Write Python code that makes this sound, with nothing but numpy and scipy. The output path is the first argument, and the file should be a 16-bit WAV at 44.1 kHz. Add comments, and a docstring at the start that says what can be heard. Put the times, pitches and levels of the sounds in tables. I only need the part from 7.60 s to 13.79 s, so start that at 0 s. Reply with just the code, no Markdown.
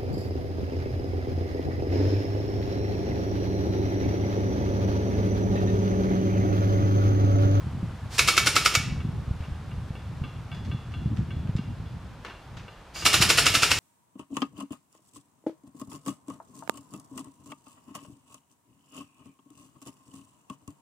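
"""Two bursts of rapid puffs and knocks: an air-driven bottle jack pumps under a steel press frame.
Air hisses in, then each stroke of the air motor vents a puff and the piston knocks on the pump body.
Between the bursts the jack's steel top and return springs tick and a hand scuffs them.
A little air seeps with a thin whistle that fades out. The small workshop reverberates briefly;
low buffeting lies on the microphone."""
import sys
import numpy as np
from scipy import signal
from scipy.fft import rfft, irfft, next_fast_len
from scipy.io import wavfile
from scipy.ndimage import uniform_filter1d

SR = 44100
rng = np.random.default_rng(int(sys.argv[2]) if len(sys.argv) > 2 else 0)


def int16_out(signal):
    """Quantize to a 16-bit WAV file."""
    q = np.round(np.clip(np.atleast_2d(signal).T, -1, 1) * 32767)
    wavfile.write(sys.argv[1], SR, q.astype(np.int16))


N = 272979
TIME = np.arange(N) / SR
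VALVE_CLOSE_S = 0.0064

# piston strokes: t/s, knock gain/dB, exhaust gain/dB
STROKES = [(0.5917, 4.5, 1.5), (0.6847, 2, 1.5), (0.7773, 4, -0.5), (0.87, 3.5, -0.5), (0.964, 2.5, 0),
           (1.0587, 3, -1), (1.1504, 4, -5.5), (5.4618, 3.5, 4.5), (5.54, 3, 3), (5.6219, 3.5, 3.5),
           (5.7006, 3.5, 2.5), (5.7834, 2, 3), (5.865, 2.5, 2), (5.95, 1, 1.5), (6.0312, 1.5, 1.5),
           (6.1143, 2.5, -1.5), (6.1970, -1, -6)]
# valve presses: open/s, rise/s, piston start/s, close/s, throttle/0-1, hiss/dB, whistle/dB
PRESSES = [(.495, 0.057, 0.56, 1.145, 0, -39.5, -51), (5.336, 0.027, 5.432, 6.25, 0.89, -44, -40.5)]
# friction on steel: f/Hz, density/dB
FRICTION_COLOUR = [(250, -7.5), (450, 1.5), (1000, 1), (2200, -1), (4000, -8), (7000, -19.5), (15000, -54)]
# stereo width of jack and room: f/Hz, side-mid/dB
JACK_SIDE = [(100, -44), (300, -45), (550, -40), (1400, -82), (1900, -25), (2500, -14.5), (5600, -8),
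             (10000, -4), (14000, 4)]
# stereo width of rumble and buffeting: f/Hz, side-mid/dB
RUMBLE_SIDE = [(35, -34), (85, -25.5), (170, -13), (320, -5), (600, -6)]


def from_db(db):
    """Decibels to gain."""
    return 10 ** (np.asarray(db) / 20)


def rms_one(x):
    """Scale to unit rms."""
    return x / np.sqrt(np.mean(x ** 2) + 1e-20)


def at_hz(points, hz):
    """Read a table on a log-frequency axis."""
    f, value = np.transpose(points)
    return np.interp(np.log(np.maximum(hz, 1)), np.log(f), value)


def add(out, at_s, sound):
    """Mix a sound in at a time."""
    i = int(np.clip(round(at_s * SR), 0, N))
    out[:, i:i + sound.shape[-1]] += sound[..., :N - i]


def envelope(t, start_s, rise_s, end_s, fall_s):
    """Linear attack, hold, exponential release."""
    return np.clip((t - start_s) / rise_s, 0, 1) * np.exp(-np.maximum(t - end_s, 0) / fall_s)


def noise(colour, size, side=None, peaks=(), tilt_db_per_oct=0):
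    """Unit-rms stereo noise with resonances and tilt; falls 24 dB/octave beyond its colour table."""
    default_side = [(100, -38), (350, -12), (700, -14), (1400, -11.5), (2500, -7.5), (5000, -6),
                    (8000, -5.5), (14000, -14)]  # f/Hz, side-mid/dB
    padded = next_fast_len(size)
    hz = np.maximum(np.fft.rfftfreq(padded, 1 / SR), 1)
    db = at_hz(colour, hz) + tilt_db_per_oct * np.log2(hz)
    db -= 24 * (np.maximum(np.log2(hz / colour[-1][0]), 0) + np.maximum(np.log2(colour[0][0] / hz), 0))
    for centre_hz, width_hz, peak_db in peaks:
        db += peak_db / (1 + (2 * (hz - centre_hz) / width_hz) ** 2)
    mid, apart = rfft(rng.standard_normal((2, padded))) * from_db(db)
    apart *= from_db(at_hz(default_side if side is None else side, hz))
    return rms_one(irfft([mid + apart, mid - apart], padded)[:, :size])


def ring(modes, t):
    """Struck modes (f/Hz, level/dB, t60/s), alternating in sign."""
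    return sum((-1) ** k * from_db(db - 60 * t / t60_s) * np.sin(2 * np.pi * hz * t)
               for k, (hz, db, t60_s) in enumerate(modes))


def ambience(start_db=-47.5, sag_db_per_s=0.68, deep_db=-53):
    """Slowly sinking workshop noise over a steady deep rumble."""
    workshop_colour = [(180, -1.5), (300, -6.5), (543, -7), (663, -7.5), (756, -6.5), (835, -6.5),
                       (1350, -9.5), (1870, -14.5), (2040, -16), (3280, -19.5), (9290, -33.5), (15500, -44)]  # f/Hz, density/dB
    deep_colour = [(22, -18), (42, -5), (60, -1)]  # f/Hz, density/dB
    room_tone = from_db(start_db - sag_db_per_s * TIME) * noise(workshop_colour, N)
    return room_tone + from_db(deep_db) * noise(deep_colour, N, RUMBLE_SIDE)


def lumps(depth_db=4.0, lump_s=0.031):
    """Irregular gain with small swells and deeper dips."""
    size = int(lump_s * SR)
    sway = rms_one(uniform_filter1d(uniform_filter1d(rng.standard_normal(N), size), size))
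    return rms_one(from_db(depth_db * np.clip(sway, -2, 0.99)))


def buffeting(rumble_db=-1.5, gust_db=-11, gust_power=3.35, strong_db=-28, bump_s=0.003, even_s=0.0478):
    """Lumpy low pressure on the microphone, brighter when strong, with bumps of a cycle or two."""
    contour = [(0, -31.5), (.2, -29.5), (.33, -33.5), (1.1, -35), (1.19, -30), (1.65, -31), (1.9, -35),
               (2.9, -36), (3.13, -28), (3.22, -39), (3.48, -27.5), (4.1, -33), (4.33, -31.5), (4.72, -50),
               (4.97, -40.5), (5.3, -61.5), (5.48, -32.5), (6.19, -36.5)]  # t/s, level/dB
    rumble_colour = [(30, -15), (45, -9.5), (68, 1), (107, 2), (170, -5.5), (250, -16), (400, -31.5),
                     (600, -49)]  # f/Hz, density/dB
    gust_colour = [(110, -30), (170, 0), (250, -1), (350, -10.5), (600, -27)]  # f/Hz, density/dB
    bumps = [(0.068, -20, 131), (0.149, -23, 130), (0.229, -18.5, 171), (1.173, -20, 114), (1.2, -22, 145),
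             (1.323, -15.5, 114), (1.449, -23, 193), (1.487, -22.5, 157), (1.71, -15.5, 93),
             (1.804, -21.5, 90), (1.919, -23, 70), (2.181, -20.5, 102), (2.305, -21.5, 141),
             (2.616, -17.5, 100), (2.977, -29, 129), (3.146, -19.5, 130), (3.458, -16, 140),
             (3.59, -17, 150), (3.892, -14.5, 129), (3.952, -13, 119), (3.991, -19.5, 187),
             (4.2, -23.5, 115), (5.603, -14.5, 146)]  # t/s, envelope peak/dB, f/Hz
    strength = from_db(np.interp(TIME, *np.transpose(contour)))
    rumble = noise(rumble_colour, N, RUMBLE_SIDE)
    rumble /= np.sqrt(uniform_filter1d(np.mean(rumble ** 2, axis=0), int(even_s * SR)))  # even out
    gust_gain = from_db(strong_db + gust_db) * np.minimum(strength / from_db(strong_db), 1) ** gust_power
    gusts = gust_gain * noise(gust_colour, N, RUMBLE_SIDE)
    out = (from_db(rumble_db) * strength * rumble + gusts) * lumps()
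    t = np.arange(SR // 12) / SR
    pulse = t / bump_s * np.exp(1 - t / bump_s)
    for at_s, db, hz in bumps:
        add(out, at_s, from_db(db) * pulse * np.sin(2 * np.pi * hz * t))
    return out


def seep(level_db=-77, fade_start_s=2.3, fade_end_s=3.1):
    """Air escapes the line in a thin whistle that dies away between the bursts."""
    colour = [(7500, 0), (10500, -4)]  # f/Hz, density/dB
    whistles = [(7800, 300, 9), (9100, 260, 19), (10330, 160, 9)]  # f/Hz, width/Hz, boost/dB
    fade = np.interp(TIME, [fade_start_s, fade_end_s], [1, 0])
    return from_db(level_db) * fade * noise(colour, N, peaks=whistles)


def scuffs(grain_db=4, rise_s=.002):
    """Short grainy rubs of the hand on the jack."""
    rubs = [(1.804, -48.5, 0.073, -1), (2.943, -50, 0.035, 2.5), (3.047, -51.5, .04, 5),
            (3.319, -51, 0.017, 2), (3.563, -50, 0.027, 3.5), (3.872, -40.5, 0.021, -5.5),
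            (3.963, -47.5, 0.014, 5), (4.647, -37.5, 0.036, -1), (4.678, -51, 0.046, -4),
            (4.967, -41.5, 0.026, 1.5)]  # t/s, level/dB, decay/s, tilt/(dB/octave)
    out, t = np.zeros((2, N)), np.arange(SR // 4) / SR
    for at_s, db, decay_s, tilt in rubs:
        roughness = rms_one(uniform_filter1d(rng.standard_normal(len(t)), size=90))
        grains = rms_one(from_db(grain_db * roughness))
        friction = noise(FRICTION_COLOUR, len(t), tilt_db_per_oct=tilt)
        add(out, at_s, from_db(db) * grains * envelope(t, 0, rise_s, rise_s, decay_s) * friction)
    return out


def ticks(knock_db=-43, ring_db=-48, snap_db=-44, snap_s=0.0079, slip_s=.007, slip_db=-4):
    """Steel top and springs slip in two quick steps, each a snap, a short knock and a long thin ring."""
    slips = [(1.404, -5, -2), (1.8383, -6, -2.5), (2.114, -8.5, -5), (2.3529, -5.5, -4.5),
             (2.638, -0.5, -2.5), (2.9159, -1.5, 1), (3.1144, -1.5, 2.5), (3.338, -1.5, 0),
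             (3.706, -4, -1.5), (3.983, -5.5, 1.5), (4.258, -17.5, 6), (4.6982, -3.5, -2.5),
             (5.0807, -4.5, -2), (5.359, 3, -6), (5.4228, 6.5, -16)]  # t/s, gain/dB, extra ring gain/dB
    knock_modes = [(1204, -1.5, 0.1), (1545, -3.5, 0.16), (2247, -2, 0.068), (2650, 0.5, 0.041),
                   (2827, 4.5, 0.031)]  # f/Hz, level/dB, t60/s
    ring_modes = [(2774, -5, .3), (3263, -6, .2), (3405, 0, .33), (3513, -11, .2), (4125, -12, .38),
                  (4875, -14, .45)]  # f/Hz, level/dB, t60/s
    out, t = np.zeros((2, N)), np.arange(SR // 2) / SR
    knock = from_db(knock_db) * ring(knock_modes, t)
    for at_s, db, extra_db in slips:
        snap = from_db(snap_db) * noise(FRICTION_COLOUR, len(t), tilt_db_per_oct=-6) * np.exp(-t / snap_s)
        tick = from_db(db) * (snap + knock + from_db(ring_db + extra_db) * ring(ring_modes, t))
        add(out, at_s, tick)
        add(out, at_s + slip_s * rng.uniform(.5, 1.5), from_db(slip_db) * tick)
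    return out


def throttle_at(t):
    """Supply builds to the press's throttle once the piston moves and collapses as the valve closes."""
    return sum(throttle * envelope(t, start_s, rise_s=.09, end_s=close_s, fall_s=VALVE_CLOSE_S)
               for _, _, start_s, close_s, throttle, _, _ in PRESSES)


def feed(throttle_leak_db=10.5, whistle_fade_s=0.013):
    """Air hisses through the motor while the valve is held and whistles until the piston moves."""
    colour = [(400, -6), (1300, -2), (2800, -2.5), (5000, -1), (7000, -4.5), (10000, -12.5), (15000, -22)]  # f/Hz, density/dB
    passages = [(2830, 120, 6), (4830, 150, 14), (5600, 160, 3), (6780, 250, 9)]  # air passage resonances: f/Hz, width/Hz, boost/dB
    flow = whistle = 0
    for open_s, rise_s, start_s, close_s, _, hiss_db, whistle_db in PRESSES:
        flow += from_db(hiss_db) * envelope(TIME, open_s, rise_s, close_s, VALVE_CLOSE_S)
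        whistle += from_db(whistle_db) * envelope(TIME, open_s, rise_s, start_s, whistle_fade_s)
    flow *= from_db(throttle_leak_db * throttle_at(TIME))
    return flow * noise(colour, N, JACK_SIDE) + whistle * noise(colour, N, JACK_SIDE, peaks=passages)


def exhaust(puff_db=-22, lead_s=.0125, rise_s=0.0052, hold_s=0.0068, throttle_hold_s=0.0027):
    """The port opens just before the piston lands and rings as the cylinder empties."""
    colour = [(280, -3), (480, -7), (700, -5.5), (1000, -7), (1400, -3.5), (2000, -1), (2700, 0.5),
              (4000, -3.5), (5400, -4), (6200, -9.5), (7500, -7.5), (10000, -9.5), (13000, -19),
              (16000, -31)]  # f/Hz, density/dB
    port = [(2600, 160, 1.5), (5460, 270, 5.5), (7000, 83, 10)]  # resonances: f/Hz, width/Hz, boost/dB
    out, t = np.zeros((2, N)), np.arange(SR // 8) / SR
    for at_s, _, db in STROKES:
        end_s = lead_s + hold_s + throttle_hold_s * throttle_at(at_s)
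        flow = envelope(t, 0, rise_s, end_s, fall_s=0.021)
        add(out, at_s - lead_s, from_db(puff_db + db) * flow * noise(colour, len(t), JACK_SIDE, port))
    return out


def knocks(body_db=-15.0, crack_db=-14.5, scatter_db=2.0, detune=0.0044, fresh_gain=2.8):
    """The piston hits its stop: a crack, partly the same each time, and the ring of the pump body."""
    body_modes = [(500, .05, -18, -19), (880, .03, -24, -19), (1250, .02, -7, -10), (1325, .026, -4, -10),
                  (1420, .022, -9, -7), (1760, .015, -15, -11), (2610, .04, -4, -3), (2150, .05, -12, -16),
                  (2262, .16, -9, -19), (2360, .06, -17, -19), (2670, .07, -14, -7), (2790, .14, -27, -10),
                  (2916, .07, -20, -11), (3172, .05, -18, -13), (3545, .12, -19, -19),
                  (3680, .09, -16, -18), (4160, .03, -16, -13), (4832, .08, -13, -15),
                  (5550, .06, -16, -16), (5658, .15, -25, -20), (6977, .12, -19, -21)]  # f/Hz, t60/s, low-throttle level/dB, full-throttle level/dB
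    crack_colour = [(330, -4.5), (500, -9.5), (900, -20), (1300, 9.5), (1800, -8.5), (2700, -1.5),
                    (5500, -3.5), (8000, -11.5), (15000, -26.5)]  # f/Hz, density/dB
    out, t = np.zeros((2, N)), np.arange(SR // 4) / SR
    common = noise(crack_colour, len(t), JACK_SIDE)
    crack_shape = envelope(t, 0, rise_s=.001, end_s=0, fall_s=.007)
    body_attack = np.clip(t / .0012, 0, 1)
    for at_s, db, _ in STROKES:
        throttle = throttle_at(at_s)
        modes = []
        for hz, t60_s, low_db, full_db in body_modes:
            mode_hz = hz * (1 + detune * rng.normal())
            mode_db = low_db + throttle * (full_db - low_db) + scatter_db * rng.normal()
            modes.append((mode_hz, mode_db, t60_s))
        body = ring(modes, t) * body_attack
        crack = rms_one(common + fresh_gain * noise(crack_colour, len(t), JACK_SIDE)) * crack_shape
        add(out, at_s, from_db(db) * (from_db(body_db) * body + from_db(crack_db) * crack))
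    return out


def workshop(x, tail_db=-5, early_db=-6, early_s=0.0075, predelay_s=0.00373):
    """Room return: dense early reflections from bench and wall, then a tail that dies band by band."""
    decay = [(200, 1), (700, 0.42), (1500, 0.53), (3000, 0.59), (5600, 0.5), (8000, 0.41), (14000, 0.31)]  # f/Hz, t60/s
    t = np.arange(int(.7 * SR)) / SR
    flat = [(100, 0), (20000, 0)]  # f/Hz, density/dB
    edges_hz = np.geomspace(120, 17000, 11)
    tail = 0
    for low_hz, high_hz in zip(edges_hz, edges_hz[1:]):
        bandpass = signal.butter(2, [low_hz, high_hz], "band", fs=SR, output="sos")
        band = signal.sosfilt(bandpass, noise(flat, len(t), JACK_SIDE))
        tail += band * from_db(-60 * t / at_hz(decay, np.sqrt(low_hz * high_hz)))
    late = rms_one(tail * np.clip((t - predelay_s) / early_s, 0, 1))
    early = rms_one(noise(flat, len(t), JACK_SIDE) * (t > predelay_s) * np.exp(-t / early_s))
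    response = (from_db(tail_db) * late + from_db(early_db) * early) / np.sqrt(len(t))
    return signal.fftconvolve(x.mean(axis=0, keepdims=True), response, axes=1)[:, :N]


def off_centre(x):
    """Source slightly to the right: the left channel is weaker and about a third of a sample late."""
    return np.array([.95 * signal.lfilter([.5, 1], [1, .5], x[0]), x[1]])


def scene(knock_send_db=-5, tick_send_db=-4):
    """The air fills the room; the steel faces the microphone and sounds drier."""
    air, piston, steel, hand = exhaust() + feed(), knocks(), ticks(), scuffs()
    room = workshop(air + from_db(knock_send_db) * piston + from_db(tick_send_db) * steel + hand)
    return ambience() + seep() + buffeting() + hand + steel + off_centre(air + piston + room)


def record(dry, ceiling=1.2, cutoff_hz=15300):
    """Soft peak rounding, then a steep low-pass."""
    rounded = ceiling * np.tanh(dry / ceiling)
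    return signal.sosfilt(signal.ellip(10, .2, 80, cutoff_hz, fs=SR, output="sos"), rounded)


dry = scene()
out = record(dry)
int16_out(out)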